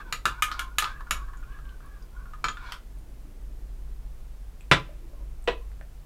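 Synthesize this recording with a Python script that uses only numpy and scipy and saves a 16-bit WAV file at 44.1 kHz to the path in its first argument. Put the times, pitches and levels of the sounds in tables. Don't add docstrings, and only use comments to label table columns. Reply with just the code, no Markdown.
import sys
import numpy as np
from scipy import signal
from scipy.fft import rfft, irfft
from scipy.io import wavfile
from scipy.ndimage import uniform_filter1d

SR = 44100
rng = np.random.default_rng(int(sys.argv[2]) if len(sys.argv) > 2 else 0)


def to_linear_factor(level_db):
    exponent = np.asarray(level_db, float) / 20
    return 10 ** exponent


def master_out(mix):
    frames = np.transpose(np.atleast_2d(mix))
    ceiling = np.clip(frames, -1, 1)
    pcm = np.round(ceiling * 32767).astype(np.int16)
    wavfile.write(sys.argv[1], SR, pcm)


N = 267150

# pitch_hz, density_db (per Hz)
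HISS_SPECTRUM = [(20, -33.5), (50, -24), (70, -19), (120, -23.5), (170, -30.5), (313, -35.5), (600, -38.5),
                 (1380, -45.5), (4000, -52.5), (15300, -55.5), (16300, -65), (16800, -71)]
HISS_DB, RUMBLE_DB, RUMBLE_SWAY_DB = -54, -41, 2
# pitch_hz, width_hz, level_db
MACHINE_HUM = [(48.5, 4.54, -42.5), (136.4, 8.6, -63)]
# nearest_s, half_length_s, level_db
TRAFFIC = [
    (0.08, .2, -45.5),
    (0.55, 0.25, -51.5),
    (1.7, 1.6, -53),
    (3.35, 0.98, -49),
    (4.2, 0.74, -62),
    (5.05, 0.55, -49),
]
# time_s, upper_mode_hz, lower_mode_hz
SPOON_PATH = [(0.0, 1680, 1260), (0.085, 1466, 925), (0.33, 1310, 1060), (0.39, 1445, 1150),
              (0.7, 1410, 1055), (0.89, 1515, 1040), (0.98, 1700, 1180), (1.04, 1360, 1130),
              (1.18, 1410, 1124), (1.28, 1630, 1126), (1.42, 1410, 1040), (1.55, 1680, 1113),
              (1.78, 1490, 1180), (1.86, 1650, 1110), (1.95, 1660, 1224), (2.1, 1350, 1000),
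              (2.22, 1513, 1134), (2.7, 1458, 1016)]
# middle_s, half_length_s, upper_mode_db, lower_mode_db and grit_db (against upper)
STROKES = [(0.0, .04, -40, 2, -11), (0.085, 0.067, -49.5, -8, -11), (0.335, 0.07, -50, 4, -7),
           (0.393, 0.03, -41.5, -24, -17), (0.57, 0.12, -44, 1, -7), (0.655, 0.08, -57.5, 9.5, -8),
           (0.73, 0.079, -54.5, -9, -23), (0.895, 0.065, -41.5, -9, -7), (0.955, 0.047, -47, -14, -21),
           (0.99, 0.038, -48.5, -4, -23), (1.075, 0.028, -54, -3, -12), (1.19, 0.11, -49.5, 4, -9),
           (1.28, .08, -57, 6, -15), (1.4, 0.093, -57.5, -15, -13), (1.54, 0.091, -51.5, -3, -13),
           (1.69, 0.12, -56.5, -7, -16), (1.86, 0.065, -59.5, 5, -7), (1.96, 0.13, -58, -5, -12),
           (2.192, 0.066, -53, -1.5, -28), (2.29, 0.21, -63, 3, -12), (2.649, 0.094, -48, -2.5, -2.5),
           (2.71, 0.083, -43.5, -6, -4.5)]
# start_s, level_db, favoured_wall_hz, upper_glass_db and steel_db (against the blow)
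BLOWS = [(0.1253, -24.5, 1310, 7.5, -4), (0.2548, -11.5, 1328, 0, -11.5), (0.4226, -14.5, 1248, 3, -6),
         (0.515, -26, 1274, 0, -16), (0.5931, -25, 1408, 8, -3), (0.784, -18.5, 1290, 9.5, 0.6),
         (0.823, -19, 1260, -3, -30), (0.8426, -25.5, 1345, 4.5, -26), (1.109, -18, 1313, 5, -2),
         (2.442, -16.5, 1314, -3, -27), (2.4844, -22, 1283, -1, -42), (2.5703, -34.5, 1410, -7, -28),
         (2.7212, -32.5, 1360, 8, -4)]
# start_s, level_db, favoured_wall_hz
TOUCHES = [(0.285, -28, 1170), (0.452, -46, 1200), (0.483, -28, 1237), (0.6035, -28.5, 1424),
           (0.856, -24.5, 1210), (1.007, -32.5, 1110), (1.070, -38.5, 1376), (1.286, -40.5, 1110),
           (1.3343, -41, 1056), (1.427, -43, 1426), (1.546, -61, 1110), (1.588, -42.5, 1315),
           (1.8046, -46.5, 1305), (2.2562, -43.5, 1410), (2.3351, -35, 1220)]
TOUCH_UPPER_DB, TOUCH_STEEL_DB, SPOON_UNDER_TICK_DB = -12.5, -25, -3
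# pitch_hz, level_db, t60_s
WALL_MODES = [(1019, 7, 0.24), (1110, 5, 0.29), (1246, 15, 0.067), (1253, 6.5, 0.041), (1348, 6, 0.2),
              (1410, 13, 0.085), (1550, 9.5, 0.18), (1680, 8.5, 0.14), (1710, 19, 0.04)]
# pitch_hz, level_db, t60_s
UPPER_MODES = [(2120, -9, 0.045), (2170, 1, 0.053), (2166, 11, 0.099), (2970, -10, 0.044), (2940, 0, 0.037),
               (2860, -7, 0.029), (3047, 6, 0.041), (3680, -9.5, 0.033), (4247, -27, 0.018),
               (4340, -34, 0.02), (4930, 3, 0.03)]
# pitch_hz, level_db, t60_s
SPOON_MODES = [(4950, -27, 0.0254), (5890, -3, 0.017), (5700, -9, 0.026), (7070, -18, 0.043),
               (8400, -11, 0.035)]
# start_s, level_db, pitch_hz
BOARD_THUDS = [
    (0.123, -40, 123),
    (0.253, -31, 115.5),
    (0.422, -42.5, 101),
    (0.781, -62, 121),
    (0.822, -39.5, 128),
    (1.111, -37, 126),
    (2.442, -35.5, 120),
    (2.483, -40, 113),
]
# rim_db, rim_hz, middle_hz, spoon_line_db (against the rim)
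BLOW_RINGS = [(-38, 2000, 1600, 0), (-29.5, 1540, 2760, -13), (-31.5, 1736, 2400, -15),
              (-55, 1700, 2250, -23), (-43.5, 1680, 2250, -10), (-29.5, 1725, 3000, 2),
              (-39.5, 880, 2280, -9), (-45, 990, 2200, -21), (-32.5, 1694, 2250, -1.5),
              (-31, 1500, 2300, -12), (-36, 1560, 3200, -5), (-53.5, 1300, 3500, -17),
              (-48, 1900, 3100, -24)]
MIDDLE_UNDER_RIM_DB, SPOON_LINE_HZ = -1, 6940
# start_s, level_db, pitch_hz, t60_s
TICKS = [(1.3718, -49.5, 6940, 0.023), (1.4366, -51, 2460, 0.024), (1.6544, -54, 2940, 0.022),
         (1.6921, -45.5, 3000, 0.017), (2.0245, -50, 4940, 0.02), (4.6084, -42.5, 2560, 0.012),
         (4.609, -48, 7900, 0.01), (1.8612, -50, 10000, 0.01), (2.987, -49.5, 9130, 0.0082),
         (5.4247, -51, 8900, 0.01), (5.4425, -44.5, 8100, 0.0091), (5.717, -44.5, 1740, 0.0052),
         (5.812, -36, 1680, 0.0065), (5.811, -43.5, 590, 0.027),]
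# start_s, level_db, pitch_hz, t60_s
SPLASHES = [
    (0.516, -36, 4000, 0.14),
    (1.52, -55, 2400, 0.12),
    (2.4545, -40, 5300, 0.09),
    (2.66, -46, 3700, 0.16),
]
# start_s, level_db, landing_length_s
LANDINGS = [
    (4.713, 2, 0.01),
    (5.475, -10, 0.011),
]
# pitch_hz, level_db, t60_s
TABLE_MODES = [
    [(200, -2.5, 0.064), (354, -2, 0.062), (480, 3, .06), (590, -2.5, 0.03), (824, -6.5, 0.09),
     (1026, 5.5, 0.042), (1253, 0, 0.03), (1630, -5, 0.026), (1700, -2.5, 0.062), (2220, -5.5, 0.038),
     (2780, -6, .03), (3500, -7.5, 0.03)],
    [(330, -15, 0.046), (478, 6.5, 0.041), (1026, 0, 0.055), (1716, 2, 0.049), (1900, -20, 0.033),
     (2460, -9, 0.038), (2700, -3, 0.022), (3540, -20, 0.024), (7000, -35, .07), (7900, -25, .087)],
]
# pitch_hz, level_db
CRACK_SPECTRA = [
    [(60, -39.5), (135, -14), (280, -27.5), (490, -1.5), (850, -13), (1050, -0.5), (1600, -7.5),
     (3300, -9.5), (6000, -27), (16000, -49)],
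    [(60, -46), (190, -12), (330, -0.5), (500, 2.5), (900, -9), (1030, -5.5), (2000, -9.5), (2850, -6.5),
     (4300, -23), (7000, -38), (16000, -60)],
]
# start_s, level_db, table_mode_hz
ROCKS = [(4.713, -24.5, 137), (4.713, -18, 1014), (5.475, -38, 199), (5.476, -29.5, 1017), (4.89, -45, 590),
         (5.04, -49.5, 324), (5.13, -51.5, 590), (5.14, -57.5, 1064), (5.2, -60, 970), (5.205, -57, 565),
         (5.23, -58, 340), (5.61, -55, 1036)]
# pitch_hz, t60_s
ROOM_DECAY = [(100, 0.28), (500, 0.2), (1500, 0.16), (4000, 0.17), (12000, 0.15)]


def evened(x):
    return x / np.sqrt(np.mean(x ** 2) + 1e-20)


def peaked(x):
    return x / np.max(abs(x))


def read(points, hz):
    f, value = np.transpose(points)
    return np.interp(np.log(hz + 1), np.log(f + 1), value)


def add(mix, s, sound):
    part = mix[round(s * SR):][:len(sound)]
    part += sound[:len(part)]


def band(x, lo_hz, hi_hz):
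    edges = [lo_hz, min(hi_hz, SR / 2.1)]
    return signal.sosfilt(signal.butter(2, edges, "band", fs=SR, output="sos"), x)


def coloured(x, points):
    gain = to_linear_factor(read(points, np.fft.rfftfreq(len(x), 1 / SR)))
    return irfft(rfft(x) * gain, len(x))


def ring(modes, extra_db, t, longest=0.13):
    hz, db, t60 = np.transpose(modes)[:, :, None]
    t60 = np.clip(t60, 0.01, longest)
    decay = to_linear_factor(db + extra_db[:, None] - 60 * t / t60)
    return (decay * np.sin(2 * np.pi * hz * t)).sum(0)


def resonate(x, hz, width_hz):
    turn = np.exp(2j * np.pi * np.cumsum(hz * np.ones(len(x))) / SR)
    r = np.exp(-np.pi * width_hz / SR)
    smooth = signal.lfilter([1], np.convolve([1, -r], [1, -r]), x / turn)
    return evened((turn * smooth).real)


def swells(rows, t, extra_db=0):
    s, half, db = np.transpose(rows)[:3, :, None]
    return np.sqrt((to_linear_factor(db + extra_db - 20 * ((t - s) / half) ** 2) ** 2).sum(0))


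def air():
    far = evened(band(band(rng.standard_normal(N), 150, 360), 150, 900))
    far = far * swells(TRAFFIC, np.arange(N) / SR) * to_linear_factor(-11.0)
    rumble = band(band(rng.standard_normal(N), 16, 38), 12, 45)
    rumble = rumble / np.sqrt(uniform_filter1d(rumble ** 2, size=4500))
    sway = evened(band(rng.standard_normal(N), 0.17, 0.91))
    rumble = to_linear_factor(RUMBLE_DB + RUMBLE_SWAY_DB * sway) * rumble
    hum = sum(to_linear_factor(db) * resonate(rng.standard_normal(N), hz, width) for hz, width, db in MACHINE_HUM)
    hiss = to_linear_factor(HISS_DB) * evened(coloured(rng.standard_normal(N), HISS_SPECTRUM))
    return hiss + far + rumble + hum


def slide():
    s, *columns = np.transpose(SPOON_PATH)
    t = np.arange(3 * SR) / SR
    high_hz, low_hz = (np.interp(t, s, c) for c in columns)
    low_db, grit_db = np.transpose(STROKES)[3:, :, None]
    happens = rng.random((3, len(t))) < 700 / SR
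    slips = happens * to_linear_factor(2.5 * np.minimum(rng.exponential(1, (3, len(t))), 4))
    slips = slips * rng.choice([-1., 1.], slips.shape) + 0.16 * rng.standard_normal(slips.shape)
    high = 1.08 * resonate(slips[0], high_hz, 100)
    high += 0.5 * resonate(slips[0], high_hz * 0.705, 170) + 0.1 * resonate(slips[0], high_hz * 1.6, 160)
    low = resonate(slips[1], low_hz, 70) + 0.44 * resonate(slips[1], low_hz * 1.094, 240)
    rub = slips[2] + 0.5 * rng.standard_normal(len(t))
    grit = evened(band(rub, 1000, 3650)) + 1.5 * evened(band(rub, 930, 1850))
    grit += 0.87 * resonate(rub, 2230, 300) + 0.36 * resonate(rub, 3300, 400)
    strokes = swells(STROKES, t, -3.2) * high
    strokes += swells(STROKES, t, low_db - 3) * low
    strokes += swells(STROKES, t, grit_db) * evened(grit)
    out = np.zeros(N)
    add(out, 0, strokes)
    return out


def nearness(hz, slope_db):
    return -slope_db * abs(np.log2(np.array(WALL_MODES)[:, :1] / hz))


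def clinks():
    out, t = np.zeros(N), np.arange(9000) / SR
    hits = BLOWS + [(*row, TOUCH_UPPER_DB, TOUCH_STEEL_DB) for row in TOUCHES]
    luck, noise = rng.standard_normal((len(hits), 30)), rng.standard_normal((len(hits), len(t)))
    swing_up = 1 - np.exp(-t / 0.0009)
    for (s, db, hz, upper_db, tick_db), chance, hiss in zip(hits, luck, noise):
        crack = hiss * (to_linear_factor(-60 * t / 0.012) + 0.29 * to_linear_factor(-60 * t / 0.095)) * np.minimum(t / 0.00047, 1)
        mix_db = np.maximum(nearness(hz, 47.0)[:, 0], -12.) + 2 * chance[:9]
        wall = peaked(ring(WALL_MODES + [(hz, 10.5, 0.07)], np.append(mix_db, 0), t) * swing_up)
        shifted_t = t * (1 + 0.03 * chance[25])
        upper = peaked(ring(UPPER_MODES, 2 * chance[9:20], shifted_t, longest=0.03))
        upper = peaked(0.3 * upper + peaked(band(crack, 1770, 4330)))
        spoon = peaked(ring(SPOON_MODES, 2 * chance[20:25], t, longest=0.032))
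        spoon = peaked(0.5 * spoon + peaked(band(band(crack, 3700, 7530), 3380, 8000)))
        tick = peaked(band(band(crack, 8730, 13000), 7750, 15600))
        steel = to_linear_factor(tick_db + SPOON_UNDER_TICK_DB) * spoon + to_linear_factor(tick_db) * tick
        add(out, s, to_linear_factor(db) * (wall + to_linear_factor(upper_db) * upper + steel))
    for (s, db, hz), hiss in zip(BOARD_THUDS, noise):
        board = np.sin(2 * np.pi * hz * t) + 0.75 * evened(band(hiss, 104, 515))
        board = peaked(board * to_linear_factor(-60 * t / 0.096) * (1 - np.exp(-t / 0.0041)))
        add(out, s, to_linear_factor(db + 0.5) * board)
    return out


def rings():
    out, t = np.zeros(N), np.arange(9000) / SR
    for (s, *_), (db, rim_hz, middle_hz, line_db) in zip(BLOWS, BLOW_RINGS):
        modes = [(rim_hz, 0, 0.055), (middle_hz, MIDDLE_UNDER_RIM_DB, 0.05), (SPOON_LINE_HZ, line_db, 0.038)]
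        add(out, s, to_linear_factor(db + 7.5) * ring(modes, np.zeros(3), t) * (1 - np.exp(-t / 0.00027)))
    return out


def ticks():
    out, t = np.zeros(N), np.arange(6000) / SR
    noise = rng.standard_normal((len(TICKS + SPLASHES), len(t)))
    for (s, db, hz, t60), hiss in zip(TICKS + SPLASHES, noise):
        spray = 0.52 * evened(band(hiss, hz / 1.1, hz * 1.3)) * t60 / 0.02
        ping = np.sin(2 * np.pi * hz * t) + spray
        add(out, s, to_linear_factor(db) * peaked(ping * to_linear_factor(-60 * t / max(t60, 0.002))))
    return out


def knocks():
    out, t = np.zeros(N), np.arange(12000) / SR
    for (s, db, length), modes, colour in zip(LANDINGS, TABLE_MODES, CRACK_SPECTRA):
        contacts = np.zeros(1500)
        at = np.minimum(np.append(0, rng.random(5)) * length * SR, 1499).astype(int)
        contacts[at] = rng.uniform(0.6, 1, 6)
        wood = ring(modes, np.zeros(len(modes)), t, longest=0.087)
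        wood = signal.fftconvolve(wood, contacts)[:len(t)]
        fading = to_linear_factor(-60 * np.maximum(t - length, 0) / 0.042) * np.minimum(t / 0.00045, 1)
        fading = fading * (1 + 0.59 * np.exp(-t / 0.003))
        crack = evened(coloured(rng.standard_normal(len(t)), colour)) * fading
        landing = band(0.36 * peaked(wood) + 0.72 * peaked(crack), 110, 13000)
        add(out, s + 0.0004, to_linear_factor(db + 1.0) * landing)
    for s, db, hz in ROCKS:
        rock = ring([(hz, 0, 0.07), (hz * 1.07, -5, 0.05)], np.zeros(2), t)
        add(out, s, to_linear_factor(db) * peaked(rock * (1 - np.exp(-t / 0.012))))
    return out


def room(x):
    at = np.arange(200, SR // 2 - 20, 20)
    turn = np.arange(N) / SR * 2 * np.pi * 1.3
    out = 0
    for k in range(3):
        taps = np.zeros(SR // 2)
        taps[at + rng.integers(0, 20, len(at))] = rng.choice([-1., 1.], len(at))
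        hz, t, z = signal.stft(taps, SR, nperseg=256)
        fading = to_linear_factor(-60 * t / read(ROOM_DECAY, hz)[:, None])
        fading = fading + to_linear_factor(-32.0 - 60 * t / 0.61)
        tail = signal.istft(z * fading, SR, nperseg=256)[1]
        share = np.sqrt(2 / 3) * np.cos(turn + k * np.pi / 3)
        out = out + signal.fftconvolve(x * share, tail / np.linalg.norm(tail))[:N]
    return out


def scene():
    jug, table = clinks() + rings() + ticks(), knocks()
    jug_in_room = jug + to_linear_factor(-4.5) * room(jug)
    table_in_room = slide() + table + to_linear_factor(-3.5) * room(table)
    return (jug_in_room + table_in_room + air())[None]


def low_pass(x):
    return signal.sosfilt(signal.butter(12, 16750, fs=SR, output="sos"), x)


def record(dry):
    return low_pass(np.clip(dry, -1, 1))


dry = scene()
out = record(dry)
master_out(out)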